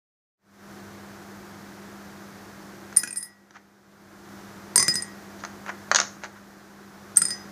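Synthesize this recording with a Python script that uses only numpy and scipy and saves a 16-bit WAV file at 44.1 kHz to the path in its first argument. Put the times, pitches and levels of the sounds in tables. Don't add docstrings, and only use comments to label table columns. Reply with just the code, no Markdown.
import sys
import numpy as np
from scipy import signal
from scipy.fft import rfft, irfft
from scipy.io import wavfile
from scipy.ndimage import uniform_filter1d, minimum_filter1d

SR = 44100
rng = np.random.default_rng(int(sys.argv[2]) if len(sys.argv) > 2 else 0)


def to_wav(s):
    ch = np.atleast_2d(s).T
    pcm = np.round(np.clip(ch, -1, 1) * 32767)
    wavfile.write(sys.argv[1], SR, pcm.astype(np.int16))


N = 331191

# splash_s, splash_db, heft_db, brightness_db, flat_cents, settling_sag_cents
STONES = [(2.970, -29, 2.5, 11.5, -1.5, 5.1), (4.759, -19, 8.5, 3.5, 5, 17.6),
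          (7.174, -18.5, 2, -1, 13, 10.3)]
# start_s, force_db, ping_hz, height (0 bottom, 1 wall),
# turn (0 clear of the handle, 1 in line with it)
CLINKS = [(2.9644, -12.5, 9200, 0.54, 0), (2.97, -4.5, 9320, 0.11, 0.29), (2.994, -22.5, 9300, 0.8, .0),
          (3.035, -21, 9740, 0.4, 0.24), (3.074, -28, 9250, 0.81, .05), (3.1075, -31, 9000, .05, 0.32),
          (3.128, -29, 9000, .05, 0.14), (3.1597, -21.5, 8900, 0.7, .05), (3.1715, -21.5, 9030, .05, 0.11),
          (3.1807, -25, 8970, .05, 0.057), (3.2075, -30, 9050, 0.39, 0), (3.2276, -21.5, 9060, 0.56, .05),
          (3.257, -38, 8700, .3, 0.36), (4.759, -2, 8920, .46, 0), (4.7789, -2, 8740, 0.61, 1),
          (4.7973, -12.5, 8800, 1, 0.16), (4.803, -11, 8900, 0.72, 0.7), (4.8268, -8, 9070, 0.6, 0.24),
          (4.882, -6, 8920, 0.88, .0), (4.941, -19, 8300, 0.29, 0.32), (4.9556, -11, 8830, 0.76, 0.16),
          (5.023, -19.5, 8870, 0.4, 0.25), (7.161, -20, 6240, 0.42, .1), (7.167, -18, 8850, 0.53, 0.12),
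          (7.1706, -4, 8650, .05, 0.25), (7.2186, -5, 8800, 0.49, 0.045), (7.253, -9.5, 9000, 0.54, 0),
          (7.284, -17.5, 8810, .45, 0.62), (7.3059, -13, 9040, 0.93, 0.3)]
# frequency_hz, level_db
WOOD_SPECTRUM = [(40, -58.5), (150, -28), (300, -23), (550, -7.5), (1050, -3), (1450, 2), (1850, -1.5),
                 (2600, -13.5), (4500, -27.5), (7000, -31), (8200, -44.5), (15000, -59.5)]
CLICK_SPECTRUM = [(40, -62), (1000, -13.5), (2800, -9.5), (4300, -1), (5200, -5), (6000, -1), (6650, 0.5),
                  (7300, -12.5), (8000, -20), (11000, -33.5), (15000, -48)]
TICK_SPECTRUM = [(40, -47.5), (400, -17), (1000, -10), (1800, 2), (3000, -14.5), (4300, -3.5), (7000, 4),
                 (9500, -8), (11000, -9), (15000, -18.5)]
THUD_SPECTRUM = [(25, -41.5), (60, -16.5), (120, 3), (170, 6), (300, -1.5), (480, -2), (700, -12),
                 (2000, -44.5)]
SPLASH_SPECTRUM = [(40, -47), (1000, -21), (6000, -17.5), (10500, 9.5), (12500, -0.5), (15000, -3.5)]


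def amp(db):
    return 10 ** (np.asarray(db) / 20)


def unit_rms(x):
    return x / np.sqrt(np.mean(x ** 2) + 1e-20)


def ramp(t, length):
    return np.clip(t / length, 0, 1)


def decay(t, t60):
    return np.exp(-np.log(1000) * t / t60)


def curve_at(points, hz):
    f, value = np.transpose(points)
    return np.interp(np.log(hz + 1), np.log(f + 1), value)


def add(mix, start_s, sound):
    part = mix[round(start_s * SR):][:len(sound)]
    part += sound[:len(part)]


def noise(spectrum, size):
    gain = amp(curve_at(spectrum, np.fft.rfftfreq(size, 1 / SR)))
    return unit_rms(irfft(rfft(rng.standard_normal(size)) * gain, size))


def pulse(spectrum, size=4096):
    log_gain = np.log(amp(curve_at(spectrum, abs(np.fft.fftfreq(size, 1 / SR)))))
    blow = np.fft.ifft(np.exp(np.conj(signal.hilbert(log_gain)))).real
    return blow / np.linalg.norm(blow)


def burst(spectrum, t60, size=8192):
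    puff = rng.choice([-1, 1], size) * decay(np.arange(size) / SR, t60)
    return signal.fftconvolve(puff, pulse(spectrum))


def background(hiss_db=-45.5, waver_db=.5, fade_at_s=.37, fade_s=.36, sag_s=.4, hold_s=.84, recover_s=.56):
    # pitch_hz, rms_db
    hum_partials = [(100, -60.5), (200, -48.5), (350, -65)]
    # frequency_hz, level_db
    hiss_spectrum = [(15, -56), (25, -26), (93, -13), (167, -9.5), (196, -7), (231, -16), (335, -5),
                     (475, -15), (749, -12.5), (903, -15), (1580, -14), (2780, -28), (6200, -26.5),
                     (8550, -34), (15000, -35)]
    # start_s, sudden_drop_db, further_sag_db
    dips = [(2.959, 5, 8.5), (5.93, 0, 4.5)]
    hum, t = np.zeros(N), np.arange(N) / SR
    for hz, db in hum_partials:
        waver = noise([(1, 0), (5, -6), (15, -40), (60, -120)], N)
        hum += np.sqrt(2) * amp(db + waver_db * waver) * np.sin(2 * np.pi * (hz * t + rng.random()))
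    level = amp(-67) + ramp(t - fade_at_s, fade_s) ** 1.63
    for s, drop_db, sag_db in dips:
        held = (t > s) * (1 - ramp(t - s - hold_s, recover_s))
        level *= amp(-held * (drop_db + sag_db * ramp(t - s, sag_s)))
    return (hum + amp(hiss_db) * noise(hiss_spectrum, N)) * level


def table_knocks(blow_db=22, snap_db=17, grit_db=4, wood_t60=.035, grit_t60=.017):
    # start_s, wood_db, click_db
    knocks = [(2.927, -42, -48.5), (3.5082, -50, -54), (3.568, -50.5, -63), (5.438, -29, -44),
              (5.4497, -31.5, -37), (5.6636, -35.5, -50), (5.693, -28, -45), (5.698, -34, -50),
              (5.915, -11.5, -20.5), (5.9473, -19.5, -14.5), (5.9594, -17.5, -13.5), (5.9656, -27, -16.5),
              (5.987, -19, -24.5), (6.001, -20.5, -16), (6.015, -25.5, -28), (6.2367, -30.5, -43),
              (6.242, -39, -35)]
    out = np.zeros(N)
    for s, wood_db, click_db in knocks:
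        add(out, s, amp(wood_db + blow_db) * pulse(WOOD_SPECTRUM))
        add(out, s, amp(click_db + snap_db) * pulse(CLICK_SPECTRUM))
        add(out, s, amp(wood_db) * burst(WOOD_SPECTRUM, wood_t60))
        add(out, s, amp(click_db + grit_db) * burst(CLICK_SPECTRUM, grit_t60))
    return out


def heft_and_brightness(s):
    return min(STONES, key=lambda stone: abs(stone[0] - s))[2:4]


def mode_drive_db(s, force_db, height, turn):
    # bottom_db, height_gain_db, turn_gain_db
    coupling = [(-58, 12, -2.5), (-57.5, 5.5, 16.5), (-40, 29, -22), (-61, 32, 24.5), (-22.5, -7.5, 2.5),
                (-32.5, 1, -13.5)]
    heft_db, bright_db = heft_and_brightness(s)
    rim, rim_twin, wall, wall_twin, bowl, top = [
        bottom + up * height + around * turn for bottom, up, around in coupling]
    rim_push_db = .55 * force_db + .91 * heft_db
    return (rim + rim_push_db, rim_twin + rim_push_db, wall + force_db, wall_twin + force_db,
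            bowl + force_db, top + force_db + bright_db)


def detuned_time(sway_cents=3, settle_after_s=.12, settle_s=.0047):
    t, cents = np.arange(N) / SR, np.zeros(N)
    for s, *_, flat, sag in STONES:
        settled = ramp(t - s - settle_after_s, settle_s)
        cents = np.where(t > s - .5, -flat - sag * settled, cents)
    sway = noise([(1, -30), (6, 0), (18, -3), (50, -40), (150, -120)], N)
    return np.cumsum(2 ** ((cents + sway_cents * sway) / 1200)) / SR


def cup_ring(ring_db=4, touch_db=-1.4, rise_s=.0014, fine_above_hz=10000, scatter_db=9.5):
    # pitch_hz, level_db, t60_s
    mode_families = [
        [(1927, 2, 0.55)],
        [(2046, -5.5, .45)],
        [(5085, 3.5, 0.17)],
        [(4870, -1.5, 0.13), (6150, -7, 0.29)],
        [(9010, 1.5, .16), (8400, -3, 0.068), (8690, -8.5, .1), (8330, -13.5, 0.1)],
        [(10440, 2.5, 0.091), (11040, -11, 0.1), (11500, -15, 0.13), (12600, -14.5, .12), (12700, -18.5, 0.092),
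         (13400, -19.5, .12), (14720, -18, .14)],
    ]
    t, clock, out = np.arange(SR) / SR, detuned_time(), np.zeros(N)
    starts = [row[0] for row in CLINKS]
    drives = [mode_drive_db(s, force_db, height, turn) for s, force_db, _, height, turn in CLINKS]
    touch_count = uniform_filter1d(np.searchsorted(starts, np.arange(N) / SR).astype(float), size=64)
    later_touches = [np.maximum(touch_count[round(s * SR):][:SR] - k - 1, 0) for k, s in enumerate(starts)]
    dampings = [amp(touch_db * count) for count in later_touches]
    for modes, family_db in zip(mode_families, np.transpose(drives)):
        for hz, db, t60 in modes:
            response = decay(t, t60) * (1 - np.exp(-t / rise_s))
            chance_db = (hz > fine_above_hz) * scatter_db * rng.uniform(-1, 1, len(starts))
            envelope = np.zeros(N)
            for s, drive_db, damping in zip(starts, family_db + chance_db, dampings):
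                add(envelope, s, amp(drive_db + db + ring_db) * damping * response[:len(damping)])
            out += envelope * np.sin(2 * np.pi * hz * clock)
    return out


def ping(pitch_hz, contact_s=.0004):
    # pitch_ratio, level_db, t60_s
    partials = [(.95, -6, 0.041), (1.0, 3, .022), (1.06, -20, .018)]
    t = np.arange(4096) / SR
    tone = sum(amp(db) * decay(t, t60) * np.sin(2 * np.pi * ratio * pitch_hz * t)
               for ratio, db, t60 in partials)
    return tone * (1 - np.exp(-t / contact_s))


def cup_impacts(blow_rise_db=10, ping_fall_db=19):
    out = np.zeros(N)
    for s, force_db, ping_hz, height, turn in CLINKS:
        heft_db, _ = heft_and_brightness(s)
        blow_db = force_db + heft_db + blow_rise_db * height
        ping_db = force_db - ping_fall_db * height
        top_db = mode_drive_db(s, force_db, height, turn)[-1]
        tick = amp(blow_db - 29) * burst(TICK_SPECTRUM, t60=.02)
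        thud = amp(blow_db - 43) * burst(THUD_SPECTRUM, t60=.056)
        crack = amp(blow_db - 8) * pulse(TICK_SPECTRUM)
        tone = amp(ping_db + 5.5) * ping(ping_hz)
        fizz = amp(ping_db - 24) * burst(TICK_SPECTRUM, t60=.063)
        shimmer = amp(top_db - 8) * burst(SPLASH_SPECTRUM, t60=.13)
        for sound in tick, thud, crack, tone, fizz, shimmer:
            add(out, s, sound)
    return out


def bubbles(t60_cycles=71, climb_per_s=.5, rise_s=.00035):
    # start_s, pitch_hz, level_db
    trapped_air = [(2.967, 1553, -37.5), (3.0341, 1460, -26), (3.0354, 1660, -26), (3.036, 2490, -30),
                   (3.075, 1570, -35), (3.075, 2474, -32), (3.108, 2520, -38), (3.129, 2470, -38),
                   (4.758, 990, -23.5), (4.797, 1090, -26), (4.83, 1150, -30), (7.171, 1404, -29),
                   (7.217, 1367, -24)]
    out, t = np.zeros(N), np.arange(8192) / SR
    for s, hz, db in trapped_air:
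        envelope = decay(t, t60_cycles / hz) * (1 - np.exp(-t / rise_s))
        add(out, s, amp(db) * envelope * np.sin(2 * np.pi * hz * (t + climb_per_s * t ** 2 / 2)))
        heft_db, _ = heft_and_brightness(s)
        pop = amp(-3) * burst(TICK_SPECTRUM, t60=.011)
        gulp = amp(-17) * burst(THUD_SPECTRUM, t60=.041)
        add(out, s, amp(db + heft_db) * (pop + gulp))
    return out


def splashes():
    out = np.zeros(N)
    for s, db, *_ in STONES:
        add(out, s, amp(db) * burst(SPLASH_SPECTRUM, t60=.053))
    return out


def scrapes(slips_per_s=3000, swell_s=.023):
    # peak_s, fade_s (to fall 40 dB), wood_db, grit_db
    drags = [(3.568, 0.039, -45.5, -59), (5.41, 0.1, -66, -52.5), (5.698, 0.04, -31.5, -52),
             (5.987, 0.22, -34.5, -38), (6.252, 0.04, -35.5, -49.5), (6.37, 0.066, -50, -68)]
    out, t = np.zeros(N), np.arange(N) / SR
    for peak_s, fade_s, wood_db, grit_db in drags:
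        span = t[(t > peak_s - 2 * swell_s) & (t < peak_s + fade_s)]
        age = span - peak_s
        pressure = np.where(age < 0, np.exp(-(age / swell_s) ** 2), amp(-40 * age / fade_s))
        for spectrum, db in (WOOD_SPECTRUM, wood_db), (CLICK_SPECTRUM, grit_db):
            slips = unit_rms(rng.standard_normal(SR) * (rng.random(SR) < slips_per_s / SR))
            add(out, span[0], amp(db) * signal.fftconvolve(slips[:len(span)] * pressure, pulse(spectrum)))
    return out


def room(sound, onset_s=.003):
    # frequency_hz, t60_s
    reverb_times = [(300, 0.49), (1000, 0.25), (3000, 0.23), (7000, 0.32), (9000, 0.05), (14000, 0.064)]
    hz, t, bands = signal.stft(rng.standard_normal(SR // 2), SR, nperseg=256)
    _, tail = signal.istft(bands * decay(t, curve_at(reverb_times, hz)[:, None]), SR, nperseg=256)
    tail *= 1 - np.exp(-(np.arange(len(tail)) / SR / onset_s) ** 2)
    return signal.fftconvolve(sound, tail / np.linalg.norm(tail))[:N]


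def scene(cup_reverb_db=-11, table_reverb_db=-13):
    cup = cup_ring() + cup_impacts() + bubbles() + splashes()
    table = table_knocks() + scrapes()
    reflections = room(amp(cup_reverb_db) * cup + amp(table_reverb_db) * table)
    return (cup + table + reflections + background())[None]


def record(dry, cutoff_hz=15200):
    needed_gain = 1 / np.maximum(abs(dry), 1)
    smooth_gain = uniform_filter1d(minimum_filter1d(needed_gain, size=32), size=32)
    lowpass = signal.firwin(255, cutoff_hz, window=("kaiser", 9), fs=SR)
    return signal.oaconvolve(dry * smooth_gain, lowpass[None], "same")


dry = scene()
out = record(dry)
to_wav(out)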